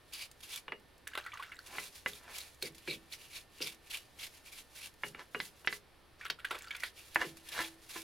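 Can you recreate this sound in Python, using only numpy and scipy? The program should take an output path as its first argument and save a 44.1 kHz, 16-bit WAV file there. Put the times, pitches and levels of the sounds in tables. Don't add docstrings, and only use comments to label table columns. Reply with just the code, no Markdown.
import sys
import numpy as np
from scipy import signal
from scipy.fft import rfft, irfft
from scipy.io import wavfile
from scipy.ndimage import uniform_filter1d

SR = 44100
rng = np.random.default_rng(int(sys.argv[2]) if len(sys.argv) > 2 else 0)


def log_audio(samples):
    frames = np.atleast_2d(samples).T
    limited = np.clip(frames, -1, 1)
    pcm = np.round(limited * 32767).astype(np.int16)
    wavfile.write(sys.argv[1], SR, pcm)


N = 354115
TIME_S = np.arange(N) / SR

# frequency in Hz, level in dB.
AIR_SPECTRUM = [(20, -0.5), (62, -4), (100, -2), (200, -11), (330, -6.5), (900, -11.5), (4500, -18.5),
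                (7000, -31), (11000, -25), (16000, -37)]
# frequency in Hz, mean level in dB rms.
HUM = [(64.6, -74.5), (1798, -79)]

# in at seconds, out at seconds, loudest gurgle level in dB.
DIPS = [(1.1, 1.531, -53), (6.195, 6.25, -49), (6.467, 6.78, -48.5)]
FOAM_DB = -13
GURGLES_PER_S, GURGLE_LENGTH_S, GURGLE_MID_HZ = 30, 0.014, 1647
BUBBLE_SPREAD_OCTAVES = 0.887
# spray in relative dB, low slap in relative dB, pitch sweep of the bubbles in octaves.
GLUG = (-9, -27, -0.49)
SPLASH = (-2.4, -18, -0.21)
PLUNGE = (-0.35, -3.5, -0.4)
SCOOP = (-1.2, -14, 1.52)
# start in seconds, level in dB, length in seconds, first bubble in Hz, kind.
SLOSHES = [(1.071, -38, 0.01, 1630, SPLASH), (1.134, -42, 0.014, 1600, GLUG),
           (1.152, -37.5, 0.007, 1330, PLUNGE), (1.175, -32.5, 0.013, 1386, PLUNGE),
           (1.263, -34, 0.0086, 1340, GLUG), (1.319, -41.5, 0.0073, 2250, GLUG),
           (1.334, -38, 0.012, 1140, GLUG), (1.372, -43, 0.0071, 1400, SPLASH),
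           (1.396, -36.5, 0.012, 1030, GLUG), (1.424, -42.5, 0.024, 1370, SPLASH),
           (1.519, -38, 0.0076, 2110, GLUG), (6.211, -40.5, 0.017, 1740, GLUG),
           (6.252, -37, 0.016, 1305, SPLASH), (6.388, -48.5, 0.024, 1340, SPLASH),
           (6.446, -30.5, 0.01, 1480, SPLASH), (6.508, -35, 0.018, 1260, PLUNGE),
           (6.545, -41, 0.021, 1263, PLUNGE), (6.708, -31.5, 0.0091, 2150, GLUG),
           (6.748, -39.5, 0.012, 2280, SPLASH), (6.834, -31.5, 0.012, 1774, SCOOP)]

DROPLETS_PER_DIP_S, DRAIN_S = 320, 0.1
LOUDEST_DROPLET_DB = 11.5
DROPLET_LOW_HZ, DROPLET_RANGE_OCTAVES = 1380, 3.02
# start in seconds, level in dB, starting ping in Hz.
DROPS = [(1.591, -39, 4360), (2.134, -35.5, 3600), (6.622, -37, 7400), (6.805, -40, 5700)]
# start in seconds, peak in dB before mixing.
TICKS = [(0.136, -34), (.314, -42.5), (0.56, -30), (1.075, -34), (2.384, -29), (2.626, -27.5), (6.301, -33),
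         (6.588, -39), (6.766, -35), (7.146, -35)]
# from seconds, to seconds, loudest peak in dB.
DRIPS = (.05, 5.0, -51.5)
DRIPS_PER_S = 5.5

# frequency in Hz, level in dB, T60 in seconds before further damping.
STEEL_MODES = [(258, 0, .3), (328, 1, .68), (412, 0, .32), (861, -3, .2), (1030, -2, .2), (1365, -8, .1),
               (1690, -6, .09), (1765, -3, .15), (1798, 0, .2), (2013, -5, .14), (2150, -4, .06),
               (2299, -7, .06), (2860, -7, .2), (3273, -4, .07), (3840, -2, .06), (4250, -1, .06)]
# clack top in Hz, note in Hz, ring in dB, shudder in dB,
# low note in Hz, boom in dB; levels relative to the clack.
STUD = (4500, 2047, 2.5, -24, 410, -24.5)
BOSS = (3000, 2041, 2.5, -21.5, 412, -20.5)
HUB = (2702, 2818, -6.5, -18.5, 422, -21)
RIM = (3400, 2520, -31, -2.5, 371, 0)
EDGE = (5630, 4150, 10.5, -3, 362, -0.5)
PLATE = (2415, 1810, -7, -27, 335, -20)
LIP = (2400, 1030, 6, -6, 323, 3)
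TUB = (4894, 4000, -34, -29.5, 395, -41)
# start in seconds, clack level in dB, place.
KNOCKS = [(.681, -35.5, HUB), (.721, -31.5, HUB), (1.754, -43.5, HUB), (1.784, -35.5, BOSS),
          (2.061, -29.5, BOSS), (2.625, -41, EDGE), (2.876, -38.5, RIM), (3.604, -43.5, RIM),
          (5.035, -27.5, HUB), (5.147, -41.5, HUB), (5.347, -27, HUB), (5.402, -33.5, STUD),
          (5.647, -44, HUB), (5.674, -26.5, STUD), (5.727, -35.5, STUD), (6.3005, -25.5, TUB),
          (7.159, -21.5, PLATE), (7.245, -42, RIM), (7.602, -48, LIP), (7.959, -51.5, LIP)]

# middle in seconds, half length in seconds, level in dB, note of the spot in Hz.
GRINDS = [(1.75, 0.039, -52.5, 1120), (2.314, 0.063, -56, 1380), (5.201, 0.018, -51.5, 1390),
          (7.218, 0.013, -40.5, 1700), (7.59, 0.028, -43, 1800), (7.968, 0.0089, -49, 1540)]
HARD_GRIND_DB, SING_DB_PER_DB = -49.5, 0.73

# touch-down in seconds, length in seconds, hiss in dB, first bite in dB re hiss.
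STROKES = [(0.119, 0.14, -48.5, 1), (0.422, 0.17, -49, -3.5), (1.655, 0.23, -48, -6), (1.938, 0.1, -61, 5),
           (2.067, 0.13, -56, 9.5), (2.29, 0.12, -50, -7), (2.611, 0.072, -48.5, -2.5),
           (2.87, 0.091, -49.5, 0.5), (3.114, 0.17, -58.5, 9), (3.32, 0.073, -51, -5.5),
           (3.607, 0.094, -46, 1.5), (3.894, 0.074, -46.5, -2), (4.182, 0.083, -47, -2.5),
           (4.448, 0.02, -64, 7), (4.512, 0.11, -54, 1), (4.745, 0.14, -50.5, -2), (5.028, 0.07, -50, -22),
           (5.337, .15, -51, -22), (5.686, 0.084, -48, -17), (6.787, 0.11, -53.5, -3.5),
           (7.141, 0.18, -53.5, -1.5), (7.512, 0.17, -44.5, 0.5), (7.885, 0.13, -46.5, -2)]
FASTEST_SHARE, SWELL_SHARE = 0.66, 0.28
BITE_RISE_S, LIFT_T60_S = 0.018, 0.16
# from seconds, to seconds, level in dB before the wander.
RUBS = [(1.598, 5.78, -67.5), (6.85, 8.0, -63.5)]
RUB_WANDER_DB, RUB_WANDER_PER_S = 5.5, 20
# time in seconds, level in dB.
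RASPINESS = [(.3, 1), (2.0, -7.5), (2.8, 4.5), (3.9, 1), (4.85, -2), (5.15, -19), (6.8, 4), (7.95, -8)]
RASP_DB_PER_DB, USUAL_HISS_DB = 0.55, -49.5
RASP_DB = 1.5
# low edge in Hz, high edge in Hz.
TUFT_RANGE_HZ = (1570, 6280)
TUFT_WANDER_DB, TUFT_WANDER_PER_S = 4, 28
# frequency in Hz, level in dB.
HISS_SPECTRUM = [(200, -17), (600, -6.5), (1500, -2.5), (4000, 3), (8000, -3.5), (10000, 0), (13500, -5),
                 (16000, -14.5)]
# frequency in Hz, level in dB.
RASP_SPECTRUM = [(1200, -28), (1850, -10), (2300, 4.5), (3000, 1.5), (3900, -0.5), (4800, -4), (6500, -19)]

# frequency in Hz, gain in dB.
SIDE_WIDTH = [(60, -12.5), (200, -3.5), (4500, -11), (7500, -3.5)]
BALANCE_DB = -0.93
TOP_HZ = 15900


def amp(db):
    return 10 ** (np.asarray(db) / 20)


def unit(x):
    return x / np.sqrt(np.mean(x ** 2))


def colour(x, points):
    hz, db = np.transpose(points)
    bins_hz = np.fft.rfftfreq(len(x), 1 / SR)
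    gain = amp(np.interp(np.log(bins_hz + 1), np.log(hz), db))
    return irfft(rfft(x) * gain, len(x))


def band(x, low_hz, high_hz, order=2):
    edges_hz = [low_hz, min(high_hz, .45 * SR)]
    return signal.sosfilt(signal.butter(order, edges_hz, "band", fs=SR, output="sos"), x)


def excite(x, response):
    return signal.fftconvolve(x, response / np.linalg.norm(response))[:N]


def fade(t_s, t60_s):
    return np.exp(-np.log(1000) * t_s / t60_s)


def walk(steps_per_s):
    k = int(SR / steps_per_s)
    steps = np.repeat(rng.standard_normal(N // k + 1), k)
    return unit(uniform_filter1d(steps, k)[:N])


def grains(rate_per_s, spread_db, size=N):
    hits = rng.random(size) < rate_per_s / SR
    level_db = spread_db * np.clip(rng.standard_normal(size), -2, 2)
    return unit(hits * rng.standard_normal(size) * amp(level_db))


def add(track, start_s, sound):
    start = int(start_s * SR)
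    track[start:start + len(sound)] += sound[:max(N - start, 0)]


def ambience():
    out = unit(colour(rng.standard_normal(N), AIR_SPECTRUM)) * amp(-64.0)
    for hz, db in HUM:
        level = amp(db + 2 * walk(2.17)) * np.sqrt(2)
        cycles = np.cumsum(hz + 2.83 * walk(10)) / SR
        out += level * np.sin(2 * np.pi * cycles)
    return out


def reflections(x):
    t = TIME_S[:SR // 2]
    return excite(x, band(rng.standard_normal(len(t)), 160, 16500, order=1) * fade(t, 0.13))


def ticks():
    out, t = np.zeros(N), TIME_S[:SR // 20]
    start_s, end_s, loudest_db = DRIPS
    draws = rng.random((int(DRIPS_PER_S * (end_s - start_s)), 2))
    faint = [(start_s + when * (end_s - start_s), loudest_db - 14 * quiet) for when, quiet in draws]
    for s, db in TICKS + faint:
        tick = band(rng.standard_normal(len(t)) * fade(t, 0.026), 2200, 13800)
        add(out, s, amp(db) * tick / np.abs(tick).max())
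    return out


def trickle():
    out, t = np.zeros(N), TIME_S[:SR // 20]
    shower = []
    for start_s, end_s, db in DIPS:
        for when, quiet, pitch in rng.random((int(DROPLETS_PER_DIP_S * (end_s - start_s)), 3)):
            s = start_s + when * (end_s + DRAIN_S - start_s)
            droplet_db = db + LOUDEST_DROPLET_DB - 20 * np.sqrt(quiet)
            hz = DROPLET_LOW_HZ * 2 ** (DROPLET_RANGE_OCTAVES * pitch ** 2)
            shower.append((s, droplet_db, hz))
    for s, db, hz in DROPS + shower:
        ping = np.sin(2 * np.pi * hz * t * (1 + 4 * t)) * fade(t, 50 / hz)
        tick = amp(-15) * rng.standard_normal(len(t)) * fade(t, .016)
        add(out, s, amp(db) * (ping + tick))
    return band(out, 840, 18000)


def slosh(length_s, bubble_hz, kind, count=15):
    t = TIME_S[:SR // 6]
    spray_db, slap_db, sweep_octaves = kind
    follower = np.arange(count)[:, None] > 0
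    delay, quiet, detune = rng.random((3, count, 1)) * follower
    age = np.maximum(t - 2.4 * length_s * delay, 0)
    hz = bubble_hz * 2 ** (BUBBLE_SPREAD_OCTAVES * detune ** 2 + sweep_octaves * delay)
    tones = np.sin(2 * np.pi * hz * age * (1 + 6 * age))
    bubbles = tones * fade(age, 42 / hz) * (1 - fade(age, 5 / hz))
    cluster = np.sum(bubbles * amp(-10 * quiet - 18.7 * delay), axis=0)
    cluster = cluster * np.sqrt(length_s * SR) / np.linalg.norm(cluster)
    froth = grains(3500, spread_db=3, size=len(t))
    spray = unit(band(froth, 1180, 4070, order=3)) + amp(-11.0) * unit(band(froth, 2900, 12300))
    slap = unit(band(froth, 346, 1290, order=3))
    surge = fade(t, 6 * length_s) * (1 - fade(t, 0.49 * length_s))
    return 0.49 * cluster + (amp(spray_db) * spray + amp(slap_db) * slap) * surge


def splashes():
    wet = sum(amp(db + FOAM_DB) * ((TIME_S > start) & (TIME_S < end)) for start, end, db in DIPS)
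    foam = unit(band(grains(3000, spread_db=5.5), 750, 5300, order=2))
    out = uniform_filter1d(wet, SR // 30) * foam
    for s, db, length_s, hz, kind in SLOSHES:
        add(out, s, amp(db) * slosh(length_s, hz, kind))
    for start_s, end_s, db in DIPS:
        for s in np.arange(start_s, end_s, 1 / GURGLES_PER_S):
            late, quiet, pitch = rng.random(3)
            gurgle = slosh(GURGLE_LENGTH_S, GURGLE_MID_HZ * 2 ** (pitch - .5), GLUG)
            add(out, s + late / GURGLES_PER_S, amp(db - 8.1 * quiet) * gurgle)
    return out


def steel(spot_hz, octaves):
    hz, db, t60_s = np.transpose(STEEL_MODES)[:, :, None]
    t = TIME_S[:SR // 2]
    weight = amp(db) / (1 + (np.log2(hz / spot_hz) / octaves) ** 2)
    return np.sum(weight * np.sin(2 * np.pi * hz * t) * fade(t, t60_s), axis=0)


def knocks():
    out, t = np.zeros(N), TIME_S[:SR // 2]
    for s, db, (top_hz, spot_hz, ring_db, shudder_db, boom_hz, boom_db) in KNOCKS:
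        chatter, rattle = rng.standard_normal((2, len(t)))
        contact = chatter * fade(t, 0.04)
        contact[0] += 4.5
        clack = band(band(contact, 148, top_hz, order=5), top_hz / 3.37, 7300, order=1)
        clack = clack * np.sqrt(SR / 2 / top_hz)
        ring = steel(spot_hz, octaves=.06) * fade(t, .36)
        ring = ring + amp(-5) * steel(spot_hz, octaves=.25) * fade(t, .05)
        thud = unit(band(rattle, 245, 490, order=3)) * fade(t, 0.25)
        lows = unit(band(rattle, 138, 290, order=3)) * fade(t, 0.36) * (1 - fade(t, 0.14))
        shudder = amp(shudder_db) * (thud + amp(-2) * lows)
        boom = amp(boom_db) * steel(boom_hz, octaves=0.11)
        body = (shudder + boom) * (1 - fade(t, 0.0085))
        add(out, s, amp(db) * (clack + amp(ring_db) * ring + body))
    return out


def swell(middle_s, half_length_s):
    return 1 / (1 + .5 * ((TIME_S - middle_s) / half_length_s) ** 2) ** 3


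def grinding():
    snaps = grains(2000, spread_db=2.0)
    out = np.zeros(N)
    for middle_s, half_length_s, db, spot_hz in GRINDS:
        drive = amp(db) * np.sqrt(swell(middle_s, half_length_s))
        scrape = unit(band(snaps, spot_hz / 5, spot_hz * 1.96))
        response = steel(spot_hz, octaves=0.59) * fade(TIME_S[:SR // 2], 0.3)
        ring = excite(snaps * drive, response)
        out += amp(SING_DB_PER_DB * (db - HARD_GRIND_DB)) * ring + scrape * drive
    return out


def effort():
    resting = sum(amp(db) * ((TIME_S > start) & (TIME_S < end)) for start, end, db in RUBS)
    rubbing = uniform_filter1d(resting, SR // 20) * amp(RUB_WANDER_DB * walk(RUB_WANDER_PER_S))
    power = rubbing ** 2
    age = TIME_S[:SR // 4] / BITE_RISE_S
    bite = (age * np.exp(1 - age)) ** 4
    for start_s, length_s, db, bite_db in STROKES:
        lift = fade(np.clip(TIME_S - start_s - length_s, 0, 1), LIFT_T60_S)
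        slide = swell(start_s + FASTEST_SHARE * length_s, SWELL_SHARE * length_s)
        power += (amp(db) * lift) ** 2 * slide
        add(power, start_s, amp(db + bite_db) ** 2 * bite)
    return np.sqrt(power)


def tufts(count):
    edges_hz = np.geomspace(*TUFT_RANGE_HZ, count)
    out = np.zeros(N)
    for low_hz, high_hz in zip(edges_hz, edges_hz[1:]):
        catching = amp(TUFT_WANDER_DB * walk(TUFT_WANDER_PER_S))
        out += band(grains(1200, spread_db=1.5), low_hz, high_hz) * catching
    return out


def scrub():
    force = effort()
    raspiness = amp(np.interp(TIME_S, *np.transpose(RASPINESS)))
    rasp_share = raspiness * (force / amp(USUAL_HISS_DB)) ** RASP_DB_PER_DB
    flicks = signal.fftconvolve(grains(54, spread_db=13.0) ** 2, fade(TIME_S[:SR // 20], 0.029))[:N]
    bunches = amp(1.4 * walk(100)) * np.sqrt(.8 + .2 * flicks / flicks.mean())
    hiss = np.array([unit(colour(grains(12000, spread_db=0.5), HISS_SPECTRUM)) for _ in range(2)])
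    rasp = np.array([unit(colour(tufts(count=9), RASP_SPECTRUM)) for _ in range(2)])
    return force * bunches * (hiss + amp(RASP_DB) * rasp_share * rasp)


def scene():
    brush_mid, brush_side = scrub()
    air_mid, air_side = ambience(), ambience()
    direct = brush_mid + grinding() + knocks() + trickle() + splashes() + ticks()
    mid = direct + amp(-11.5) * reflections(direct) + air_mid
    side = colour(brush_side + air_side, SIDE_WIDTH) + amp(-16.5) * reflections(direct)
    left = (mid + side) * amp(BALANCE_DB / 2)
    right = (mid - side) * amp(-BALANCE_DB / 2)
    return np.array([left, right])


def record(dry):
    return signal.sosfilt(signal.ellip(10, .2, 80, TOP_HZ, fs=SR, output="sos"), dry)


dry = scene()
out = record(dry)
log_audio(out)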